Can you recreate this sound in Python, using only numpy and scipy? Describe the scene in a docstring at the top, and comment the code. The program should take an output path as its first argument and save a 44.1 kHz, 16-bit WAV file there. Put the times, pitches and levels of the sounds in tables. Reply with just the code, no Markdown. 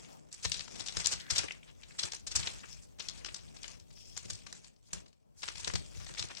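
"""Two kittens wrestle on newspaper spread over the wooden floor of a wire pen, in a small quiet room.
Paws and claws snap the paper's creases, each a short crunch of tiny cracks. Bodies drag the paper and
thud on the boards, fur and claws scrape, and the room hums faintly. A hand-held camera listens with a
widened stereo pair: left and right swing opposite ways in the bass, and its treble peaks near 6 kHz."""
import sys
import numpy as np
from scipy import signal
from scipy.fft import rfft, irfft, next_fast_len
from scipy.io import wavfile
from scipy.ndimage import uniform_filter1d, map_coordinates

SR = 44100
rng = np.random.default_rng(int(sys.argv[2]) if len(sys.argv) > 2 else 0)


def output_pcm(signal):
    """Save a mono or channel-first signal as 16-bit PCM at the path in sys.argv[1].

    Samples are clipped to [-1, 1] before scaling.
    """
    pcm = np.clip(np.atleast_2d(signal).T, -1, 1) * 32767
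    wavfile.write(sys.argv[1], SR, np.round(pcm).astype(np.int16))


N = 282240


def amp(db):
    """Turn decibels into a gain."""
    return 10 ** (np.asarray(db) / 20)


def unit(x):
    """Scale a sound to an average strength (rms) of 1."""
    return x / np.sqrt(np.mean(x ** 2) + 1e-20)


def along(points, hz):
    """Read a (pitch, value) table between its rows, on a scale of octaves."""
    pitches, values = np.transpose(points)
    return np.interp(np.log(hz + 1), np.log(pitches + 1), values)


def curves(rows):
    """Turn each column after the time into one value per sample."""
    times, *columns = np.transpose(rows)
    return [np.interp(np.arange(N) / SR, times, column) for column in columns]


def wobble(rate):
    """A smooth curve through `rate` random points a second."""
    return map_coordinates(rng.standard_normal(int(N * rate / SR) + 4), [np.arange(N) * rate / SR])


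def noise(n=N):
    """Two separate white noises."""
    return rng.standard_normal((2, n))


def filtered(x, response):
    """Give each pitch in x the gain response(hz)."""
    n = x.shape[-1]
    size = next_fast_len(n + 4096)
    return irfft(rfft(x, size) * response(np.fft.rfftfreq(size, 1 / SR)), size)[..., :n]


def coloured(x, tone):
    """Shape x with a (pitch, level) table, at strength 1."""
    return unit(filtered(x, lambda hz: amp(along(tone, hz))))


def band(centre_hz, octaves):
    """A bell-shaped filter that lets a little of every other pitch through."""
    return lambda hz: np.exp(-(np.log2((hz + 1) / centre_hz) / octaves) ** 2 / 4) + amp(-23)


def crackle(n, spiky_db, size):
    """Two noises chopped into the same tiny cracks of uneven strength, `size` samples each."""
    strength = amp(spiky_db * rng.standard_normal(n // size + 1))
    return unit(np.repeat(strength, size)[:n] * noise(n))


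def patchy(x, depth_db):
    """Random loud and soft patches in time and pitch: every fold of the sheet rings differently."""
    spectrum = signal.stft(x, nperseg=256)[2]
    patches = uniform_filter1d(rng.standard_normal(spectrum.shape[1:]), size=5, axis=0)
    patches = unit(uniform_filter1d(patches, size=8, axis=1))
    return unit(signal.istft(spectrum * amp(depth_db * patches), nperseg=256)[1][:, :N])


# how alike the two microphones sound: (pitch [Hz], likeness [0 to 1])
LIKENESS = [(60, .985), (250, .93), (700, .92), (1050, .8), (1400, .62), (2500, .5), (12000, .5)]
def widen(pair, lead_s=0):
    """The right side mixes its own sound with the left one, flipped over and lead_s early."""
    shared = filtered(pair[0], lambda hz: -along(LIKENESS, hz) * np.exp(2j * np.pi * hz * lead_s))
    own = filtered(pair[1], lambda hz: np.sqrt(1 - along(LIKENESS, hz) ** 2))
    return np.array([pair[0], shared + own])


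# loudness of the low sounds: (time [s], rumble [dB], murmur [dB])
LOW_LEVELS = [(0, -55, -56), (.15, -67, -55.5), (.35, -60, -63), (.5, -48, -58.5), (.7, -61, -55),
              (1.0, -53, -59.5), (1.4, -63, -59), (1.6, -57.5, -62), (2.0, -58.5, -64), (2.5, -52, -57),
              (2.9, -56, -62.5), (3.5, -55.5, -57.5), (4.1, -56, -64), (4.33, -53, -58), (4.5, -60, -58.5),
              (4.8, -65, -69.5), (5.0, -59, -58.5), (5.2, -71.5, -73.5), (5.45, -57, -66.5),
              (5.75, -59, -56), (6.0, -48, -61), (6.4, -66, -59.5)]
# tone of the hand's rumble, the room's murmur and the microphone's hiss: (pitch [Hz], level [dB])
RUMBLE_TONE = [(25, -37.5), (36, -13), (47, -2), (60, -14.5), (80, -12.5), (130, -18.5), (200, -53.5)]
MURMUR_TONE = [(60, -34.5), (100, 2.5), (200, 4.5), (330, -3), (600, -4.5), (1000, -16), (1600, -31),
               (3000, -55)]
HISS_TONE = [(470, -20), (800, -2), (862, 15.5), (1420, -6), (1900, -11.5), (2870, -30), (4990, -5.5),
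             (8990, -19.5), (16000, -34)]
def background():
    """The hand on the camera rumbles, the room hums and murmurs, and the microphone hisses."""
    t = np.arange(N) / SR
    rumble_db, murmur_db = curves(LOW_LEVELS)
    rumble = amp(rumble_db) * coloured(noise(), RUMBLE_TONE)
    hum_db = np.minimum(murmur_db - 1, -61.5)
    beating = np.cos(np.pi * (t - 3.5) / .37)  # two close hums swell together every 0.37 s
    hum = amp(hum_db) * beating * np.sqrt(2) * np.sin(2 * np.pi * 151 * t + 1.3 * wobble(10))
    murmur = amp(murmur_db + 1.5 * wobble(14)) * coloured(noise(), MURMUR_TONE)
    hiss = amp(-90.5) * coloured(noise(), HISS_TONE)
    return rumble + hum * [[1], [0]] + murmur + hiss


# how long the room rings: (pitch [Hz], time to fade by 60 dB [s])
ECHO_FADE = [(200, .3), (1000, 0.16), (4000, 0.26), (10000, 0.017)]
def room_echo(x):
    """The walls throw the sound back; each pitch dies away at its own speed."""
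    hz, t, spectrum = signal.stft(noise(SR // 2), SR, nperseg=256)
    fade = amp(-60 * t / along(ECHO_FADE, hz)[:, None])
    tail = signal.istft(spectrum * fade, SR, nperseg=256)[1]
    delayed = np.pad(x, ((0, 0), (200, 0)))
    return signal.fftconvolve(delayed, tail / np.linalg.norm(tail[0]), axes=1)[:, :N]


# bodies landing: (time [s], level [dB], boom pitch [Hz], knock against boom [dB], time to fade 60 dB [s])
LANDINGS = [(0.455, -31.5, 68, -27, 0.23), (0.802, -39.5, 109, -7, 0.11), (0.969, -36, 61.7, -8.5, 0.21),
            (1.057, -47, 60.4, -16, 0.45), (1.134, -41, 67.5, -14, 0.22), (1.318, -31, 80, -22, 0.12),
            (1.379, -38.5, 81.5, -5, 0.22), (1.438, -43.5, 84.5, 3.5, 0.17), (2.04, -34.5, 94, -9, 0.063),
            (2.266, -46, 187, -9, 0.071), (2.356, -34.5, 73.6, -13, 0.27), (2.39, -44.5, 125, -9, 0.29),
            (2.427, -34.5, 98, -32, 0.099), (2.471, -45.5, 90, -4, 0.15), (2.84, -44.5, 49, -30, 0.11),
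            (4.25, -37, 128, -11, 0.12), (4.321, -42, 96, -18, 0.25), (4.933, -38.5, 50.7, -10, 0.17),
            (4.963, -41.5, 91, -13, 0.18), (5.548, -43.5, 67, -19, 0.24), (5.612, -44.5, 79.6, -30, 0.29),
            (5.672, -32.5, 69.4, -6.5, 0.12), (5.736, -29, 71, -9, 0.22), (5.806, -40, 87.2, -12, 0.078),
            (5.963, -41, 82.4, -14, 0.45), (6.101, -45, 150, -0.5, 0.17), (6.197, -37.5, 97, -18, 0.19),
            (6.239, -43, 80.5, -1.5, 0.23)]
# tone of the shaking floor and of the knock: (pitch [Hz], level [dB])
SHAKE_TONE = [(30, -43.5), (55, -5.5), (100, 11.5), (180, 7.5), (300, -40.5)]
KNOCK_TONE = [(150, -46.5), (280, 21.5), (600, 15.5), (1200, -36)]
def floor_thuds():
    """A soft body sets a board booming at its own pitch; a harder landing adds a short knock."""
    out, t = np.zeros((2, N + SR)), np.arange(SR // 2) / SR
    for start, db, hz, knock_db, fade_s in LANDINGS:
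        shape = (1 - np.exp(-t / .003)) * amp(-60 * t / fade_s)
        overtone = .26 * np.sin(2 * np.pi * 1.3 * hz * t) * amp(-60 * t / .16)
        boom = np.sin(2 * np.pi * hz * t) + overtone
        shake = .6 * coloured(noise(len(t)), SHAKE_TONE)
        knock = amp(knock_db - 60 * t / .097) * coloured(noise(len(t)), KNOCK_TONE)
        thud = shape * (boom * [[1], [0]] + shake) + knock
        out[:, round(start * SR):][:, :len(t)] += amp(db) * thud
    return out[:, :N]


# strokes of fur and claws: (start [s], end [s], pitch [Hz], width [octaves], level [dB])
STROKES = [(0.07, 0.193, 684, 0.36, -59), (1.16, 1.313, 1750, 0.19, -60), (1.429, 1.58, 2240, 0.24, -74),
           (2.688, 2.756, 5400, 0.096, -56.5), (3.94, 4.164, 5340, 0.098, -61.5),
           (3.967, 4.1, 3150, 0.054, -73), (4.845, 4.905, 5570, 0.38, -65),
           (5.362, 5.458, 6240, 0.3, -58.5), (6.292, 6.313, 745, 0.32, -61)]
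def scrapes():
    """Sliding fur and claws make grainy noise in one narrow band that swells and fades."""
    out, t = np.zeros((2, N)), np.arange(N) / SR
    for start, end, hz, octaves, db in STROKES:
        swell = np.clip(np.minimum(t - start, end - t) / .03, 0, 1)
        out += amp(db + .9 * wobble(50)) * swell * unit(filtered(noise(), band(hz, octaves)))
    return out


# loudness of the sliding paper: (time [s], level [dB], dull flap against fizz [dB])
DRAG_LEVELS = [(0, -64.5, 1), (.14, -67.5, -4), (.29, -78.5, 0), (.45, -50, -7.5), (.7, -59.5, -5),
               (.9, -56.5, -1), (1.1, -50, -1.5), (1.27, -72, 5), (1.33, -46.5, -2.5), (1.4, -48.5, -2),
               (1.57, -73, 3), (1.79, -77, -1), (1.86, -67, 0.5), (1.95, -68.5, 1), (2.07, -52.5, -2),
               (2.25, -78, -1), (2.45, -48.5, -1.5), (2.62, -65, 0.5), (2.75, -62, -7), (2.95, -79.5, -1.5),
               (3.05, -63, -2), (3.4, -65, -0.5), (3.55, -68.5, -2), (3.68, -59.5, -1), (3.85, -76.5, -5),
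               (4.0, -65.5, -15), (4.3, -65, -2.5), (4.68, -67.5, -4.5), (4.72, -81.5, -3.5),
               (4.8, -88.5, -4), (4.95, -63, -2.5), (5.1, -91, -3), (5.33, -90, 2), (5.45, -57.5, -2),
               (5.78, -59, -1.5), (5.88, -63.5, -7), (6.0, -59.5, -4), (6.2, -61, 4), (6.3, -69, 3.5),
               (6.4, -55, -3)]
# tone of the paper's fizz and of a slack sheet flapping: (pitch [Hz], level [dB])
FIZZ_TONE = [(880, -41.5), (1500, -32), (1760, -19), (2490, 1), (3060, -4), (3310, 1), (3690, -4.5),
             (6000, 2.5), (8000, 1), (9370, -7), (10000, -10.5), (12000, -20.5), (14600, -63.5),
             (16000, -58.5)]
FLAP_TONE = [(250, -3), (500, -0.5), (800, 0), (1200, -1.5), (2000, -2), (3000, -5), (5000, -39.5)]
def paper_drag():
    """Dragged or settling paper fizzes with clumps of cracks; low, middle and top swell separately."""
    db, flap_db = curves(DRAG_LEVELS)
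    fizz = patchy(coloured(crackle(N, spiky_db=4.2, size=24), FIZZ_TONE), depth_db=3)
    top = filtered(fizz, lambda hz: 1 / (1 + (7000 / (hz + 1)) ** 12))
    flap = patchy(coloured(crackle(N, spiky_db=1.5, size=96), FLAP_TONE), depth_db=-1.5)
    clumps = amp(2 * wobble(45) + 2 * wobble(140))
    rustle = unit(fizz - top) + amp(-4 + .72 * wobble(45)) * unit(top)
    rustle += amp(flap_db + wobble(41)) * flap
    level = np.sqrt(amp(2 * db) + settling_power())
    return level * clumps * sides(-1.5 + 3 * wobble(10)) * widen(rustle, lead_s=8e-5)


def sides(pan_db):
    """Left and right gains, with the left pan_db louder."""
    return amp(np.array([pan_db / 2, -pan_db / 2]))


def settling_power(under_db=-17, fade_s=.24):
    """The sheet rustles on after each crease, more after a loud or long one."""
    start, db, *_, length = np.transpose(CREASES)
    times = np.arange(0, N / SR, .002)
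    age = times[:, None] - start
    power = amp(2 * (db + under_db - 60 * np.maximum(age, 0) / fade_s)) * length / .005 * (age > 0)
    return np.interp(np.arange(N) / SR, times, power.sum(axis=1))


def faint_creases(count=45):
    """Small creases at random moments, about as loud as the sliding paper; rows like CREASES."""
    when, length = rng.random((count, 2)).T
    level, pitch, flap, pan = rng.standard_normal((count, 4)).T
    start = .01 + when * (N / SR - .02)
    db = np.interp(start, *np.transpose(DRAG_LEVELS)[:2]) + 1 + 3 * level
    return list(zip(start, db, 4500 * 1.25 ** pitch, -9 + 7 * flap, 4 * pan, .012 * length))


# the microphone's main range, and the sizzle on top of a crack: (pitch [Hz], level [dB])
MIC_RANGE = [(600, -36), (1500, 0.5), (8000, 1.5), (9400, -8), (11000, -21), (13000, -52.5)]
SIZZLE_TONE = [(7000, -40), (9500, -8.5), (12000, -3), (14800, -17), (16200, -22)]
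# creases giving way under paws:
# (time [s], level [dB], pitch [Hz], flap against crunch [dB], left over right [dB], length [s])
CREASES = [(0.025, -66, 5400, -4, -22, 0.018), (0.085, -63, 3530, 2, -8, 0.0059),
           (.316, -54.5, 5090, -8, -2, 0.0025), (0.3266, -40, 6650, -33, -0.5, 0.0025),
           (0.34, -47.5, 6500, -19, -8, 0.0073), (0.426, -46, 5070, -15, 1, 0.013),
           (0.4462, -31.5, 4800, -4, -1, 0.011), (0.518, -29.5, 4630, -19.5, 8, 0.0017),
           (0.5417, -36.5, 4370, -13.5, 2.5, 0.0041), (.574, -48, 5120, -10, 2, 0.013),
           (0.5927, -39, 4100, -13, 3.5, 0.0027), (0.605, -41, 4300, -8.5, 5.5, 0.0044),
           (0.6783, -50, 4200, 0, 4, 0.0038), (0.753, -50.5, 4840, -8, 1, 0.013),
           (0.796, -42.5, 5030, -11.5, 6.5, 0.015), (0.859, -42, 5030, -14, 2, 0.01),
           (0.8737, -39, 5060, -17, 7, 0.0013), (0.884, -34, 4880, -15, 1.5, 0.0013),
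           (0.891, -44, 4160, -1, -3, 0.0053), (0.924, -42.5, 5400, -5.5, 2, 0.001),
           (0.962, -45.5, 5000, -13, 2, 0.0079), (0.969, -31, 4900, -5.5, 3.5, 0.002),
           (0.997, -36.5, 5100, -6.5, -0.5, 0.01), (1.042, -38.5, 5040, -14, 1, 0.014),
           (1.059, -24, 5700, -19, 8, 0.0013), (1.069, -23.5, 7000, -26, 5, 0.0026),
           (1.11, -36, 5630, -17, 0, 0.019), (1.128, -34.5, 4800, -11, -0.5, 0.0098),
           (1.1985, -45, 3940, -18, -2, 0.011), (1.213, -55, 4360, -13, -16, .006),
           (1.265, -52, 3160, -1, -9, .0027), (1.301, -29, 5830, -18, 0.5, 0.011),
           (1.354, -33, 4330, -11.5, -3, 0.018), (1.3788, -26, 4800, -27, -3.5, 0.013),
           (1.433, -45, 5210, 5, -2, 0.0031), (1.483, -40, 2350, -11, 1.5, 0.0032),
           (1.5088, -33, 2250, -10, 0.5, 0.0003), (1.521, -41, 4630, -16, -5, 0.00098),
           (1.63, -54, 2600, -44, -2, .0033), (1.667, -61, 3060, -2, -1.5, 0.036),
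           (1.82, -62.5, 2480, -15, 2, .0042), (1.832, -49.5, 3160, -13, -0.5, 0.0058),
           (1.908, -56.5, 2100, -10, 6, .0023), (1.9864, -32.5, 4700, -34, -2, 0.013),
           (2.029, -33, 4500, -12.5, -0.5, 0.011), (2.119, -37.5, 4550, -17, -2, 0.0045),
           (2.133, -40.5, 5200, -1.5, -1, 0.0031), (2.144, -41.5, 6360, -32, -2, 0.0076),
           (2.268, -38.5, 5800, -17.5, 0.5, 0.013), (2.309, -40.5, 5000, -10, -2.5, 0.016),
           (2.3535, -26.5, 6050, -29, 2.5, .011), (2.391, -39, 5130, -11, -8, 0.011),
           (2.428, -39, 3570, -13, -2, 0.0078), (2.471, -31, 3330, -6.5, -3.5, 0.0058),
           (2.535, -56, 4600, -10, -20, 0.005), (2.589, -56.5, 4060, -17, -2, 0.02),
           (2.6324, -61.5, 2380, 13.5, 0, 0.013), (2.728, -48, 5950, -21, -2, .0027),
           (2.825, -62, 6650, -15, -7, 0.024), (2.85, -68, 6000, -10, 2.5, 0.0046),
           (2.985, -54, 4500, -6, -4.5, .008), (2.995, -41, 3640, -9.5, -1, 0.014),
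           (3.0856, -32, 5130, -30, 0.5, 0.0019), (3.0964, -43, 5270, -14, 7, 0.0012),
           (3.165, -56, 5270, -23, -2, 0.029), (3.2468, -37, 4660, -6.5, 2.5, 0.0014),
           (3.259, -43, 4570, -8.5, 3, 0.0079), (3.283, -47.5, 2840, -1.5, .5, 0.0085),
           (3.3444, -36.5, 5900, -14, 5, 0.0019), (3.357, -46, 5140, -17, -6, 0.0098),
           (3.564, -51.5, 4760, -4.5, 1, 0.0067), (3.63, -41.5, 5500, -28, 1, 0.0026),
           (3.641, -43.5, 3200, -4.5, 0, 0.0044), (3.68, -41, 6100, -13.5, 5, 0.0011),
           (3.798, -53, 5200, -24, 0, .0025), (3.903, -62.5, 4530, -3.5, 2, .0097),
           (4.166, -44.5, 4860, -10, 7, 0.0034), (4.1748, -32.5, 6460, -11, -1.5, 0.0019),
           (4.252, -50.5, 4720, -15, -3, 0.0085), (4.2992, -35.5, 5750, -14, 0, 0.0078),
           (4.331, -44, 5810, -24, -3, .005), (4.35, -46.5, 5540, -20, -4, .0056),
           (4.464, -50, 5250, -1, 5, 0.0077), (4.5268, -39, 5700, -9, -6.5, .0015),
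           (4.58, -66, 5050, -14, 0, 0.0023), (4.645, -53, 4840, -9, 8, 0.0014),
           (4.903, -70, 2200, -11, -1, 0.012), (4.762, -67.5, 4500, -11, 0, .003),
           (4.9312, -31.5, 7100, -10, -3, 0.0029), (4.952, -51, 5200, -7, -8, 0.0013),
           (5.0583, -61, 4100, -3, -5, 0.0085), (5.0802, -62, 5000, -9.5, -2.5, .0029),
           (5.128, -67.5, 4000, -4, 2, .003), (5.418, -49, 4530, -10, -1, 0.0079),
           (5.429, -39.5, 3900, -0.5, -2.5, 0.011), (5.4785, -41, 4930, -2.5, 0, 0.0028),
           (5.4857, -34, 3900, -1, 0, 0.00088), (5.503, -52, 3540, 0, -13, .0022),
           (5.554, -49, 4350, -5.5, 5, 0.0049), (5.574, -49, 5370, -29, 4, .0122),
           (5.594, -46, 6500, -31, -3, 0.019), (5.6454, -32, 4300, -35, -6, .0022),
           (5.6726, -34.5, 4700, -2, 0, 0.0068), (5.7, -48, 2430, 8.5, 3.5, 0.0022),
           (5.7356, -38.5, 5160, -3, 2, 0.0044), (5.753, -33.5, 4550, -6.5, 3.5, 0.0067),
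           (5.995, -61, 3650, 3.5, 4.5, 0.021), (6.063, -61.5, 4100, 7, 7.5, 0.0078),
           (6.088, -57.5, 5250, 2, 10, 0.0085), (6.137, -51.5, 5410, -9, 8, 0.0048),
           (6.148, -48, 4460, -0.5, 2, 0.0024), (6.171, -46.5, 2510, -10, -0.5, 0.01),
           (6.18, -43.5, 5000, -15, 8, .006), (6.1868, -37, 4300, -20, 1.5, 0.015),
           (6.2254, -32, 3970, -9, -1, 0.00085), (6.286, -49, 4830, -15, -7, 0.0025),
           (6.2947, -52, 3230, 4, -4, 0.024), (6.3495, -49, 4720, -15, 7, .0026),
           (6.3686, -45.5, 3900, -37, 7, 0.0055)]
def crease_snaps(fade_s=.018):
    """A crease snaps with a short crunch of cracks, a sizzle on top and a duller flap of the sheet."""
    out, t = np.zeros((2, N + SR)), np.arange(SR // 8) / SR - .004
    for start, db, centre_hz, flap_db, pan_db, length in CREASES + faint_creases():
        rise = np.exp(np.minimum(t - .33 * length, 0) / (.0003 + .17 * length))  # creaks before it gives
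        shape = rise * amp(-60 * np.clip(t - length, 0, 1) / fade_s)
        octaves = .37 if centre_hz > 2770 else .22  # low creases ring in a narrower band
        cracks = crackle(len(t), spiky_db=4, size=20)
        crunch = filtered(cracks, lambda hz: band(centre_hz, octaves)(hz) * amp(along(MIC_RANGE, hz)))
        sizzle = coloured(cracks, SIZZLE_TONE)
        flap = coloured(noise(len(t)), FLAP_TONE)
        lead_s = rng.uniform(-.0001, .000339)  # each crease lies at its own angle to the microphones
        parts = np.array([widen(shape * part, lead_s) for part in (crunch, sizzle, flap)])
        # a blow spends a set energy, however its cracks fall
        crunch, sizzle, flap = parts * np.linalg.norm(shape) / np.linalg.norm(parts, axis=-1)[..., None]
        sizzle_db = -34.5 + 14 * np.log2(centre_hz / 4500)  # higher creases sizzle more
        snap = crunch + amp(sizzle_db) * sizzle + amp(flap_db) * flap
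        out[:, round((start + t[0]) * SR):][:, :len(t)] += amp(db) * sides(pan_db)[:, None] * snap
    return out[:, :N]


def scene():
    """The paper close by and its echo, over the thuds and the background."""
    paper = crease_snaps() + paper_drag() + widen(scrapes())
    echo = amp(-12) * room_echo(paper)
    return paper + widen(echo + floor_thuds() + background())


# how the two microphones differ in tone: (pitch [Hz], left over right [dB])
MIC_BALANCE = [(60, 4.3), (250, 3), (500, 3.2), (1000, 6), (2400, 8.5), (5900, 9.5), (6900, 2.5),
               (7700, -6.5), (8700, -2.5), (10000, 1), (15000, 2)]
def record(dry):
    """Each microphone has its own tone; bass under 36 Hz fades and nothing over 16.2 kHz passes."""
    passed = lambda hz: (hz < 16200) / (1 + (36 / (hz + 1)) ** 6)
    return filtered(dry, lambda hz: sides(along(MIC_BALANCE, hz)) * passed(hz))


dry = scene()
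out = record(dry)
output_pcm(out)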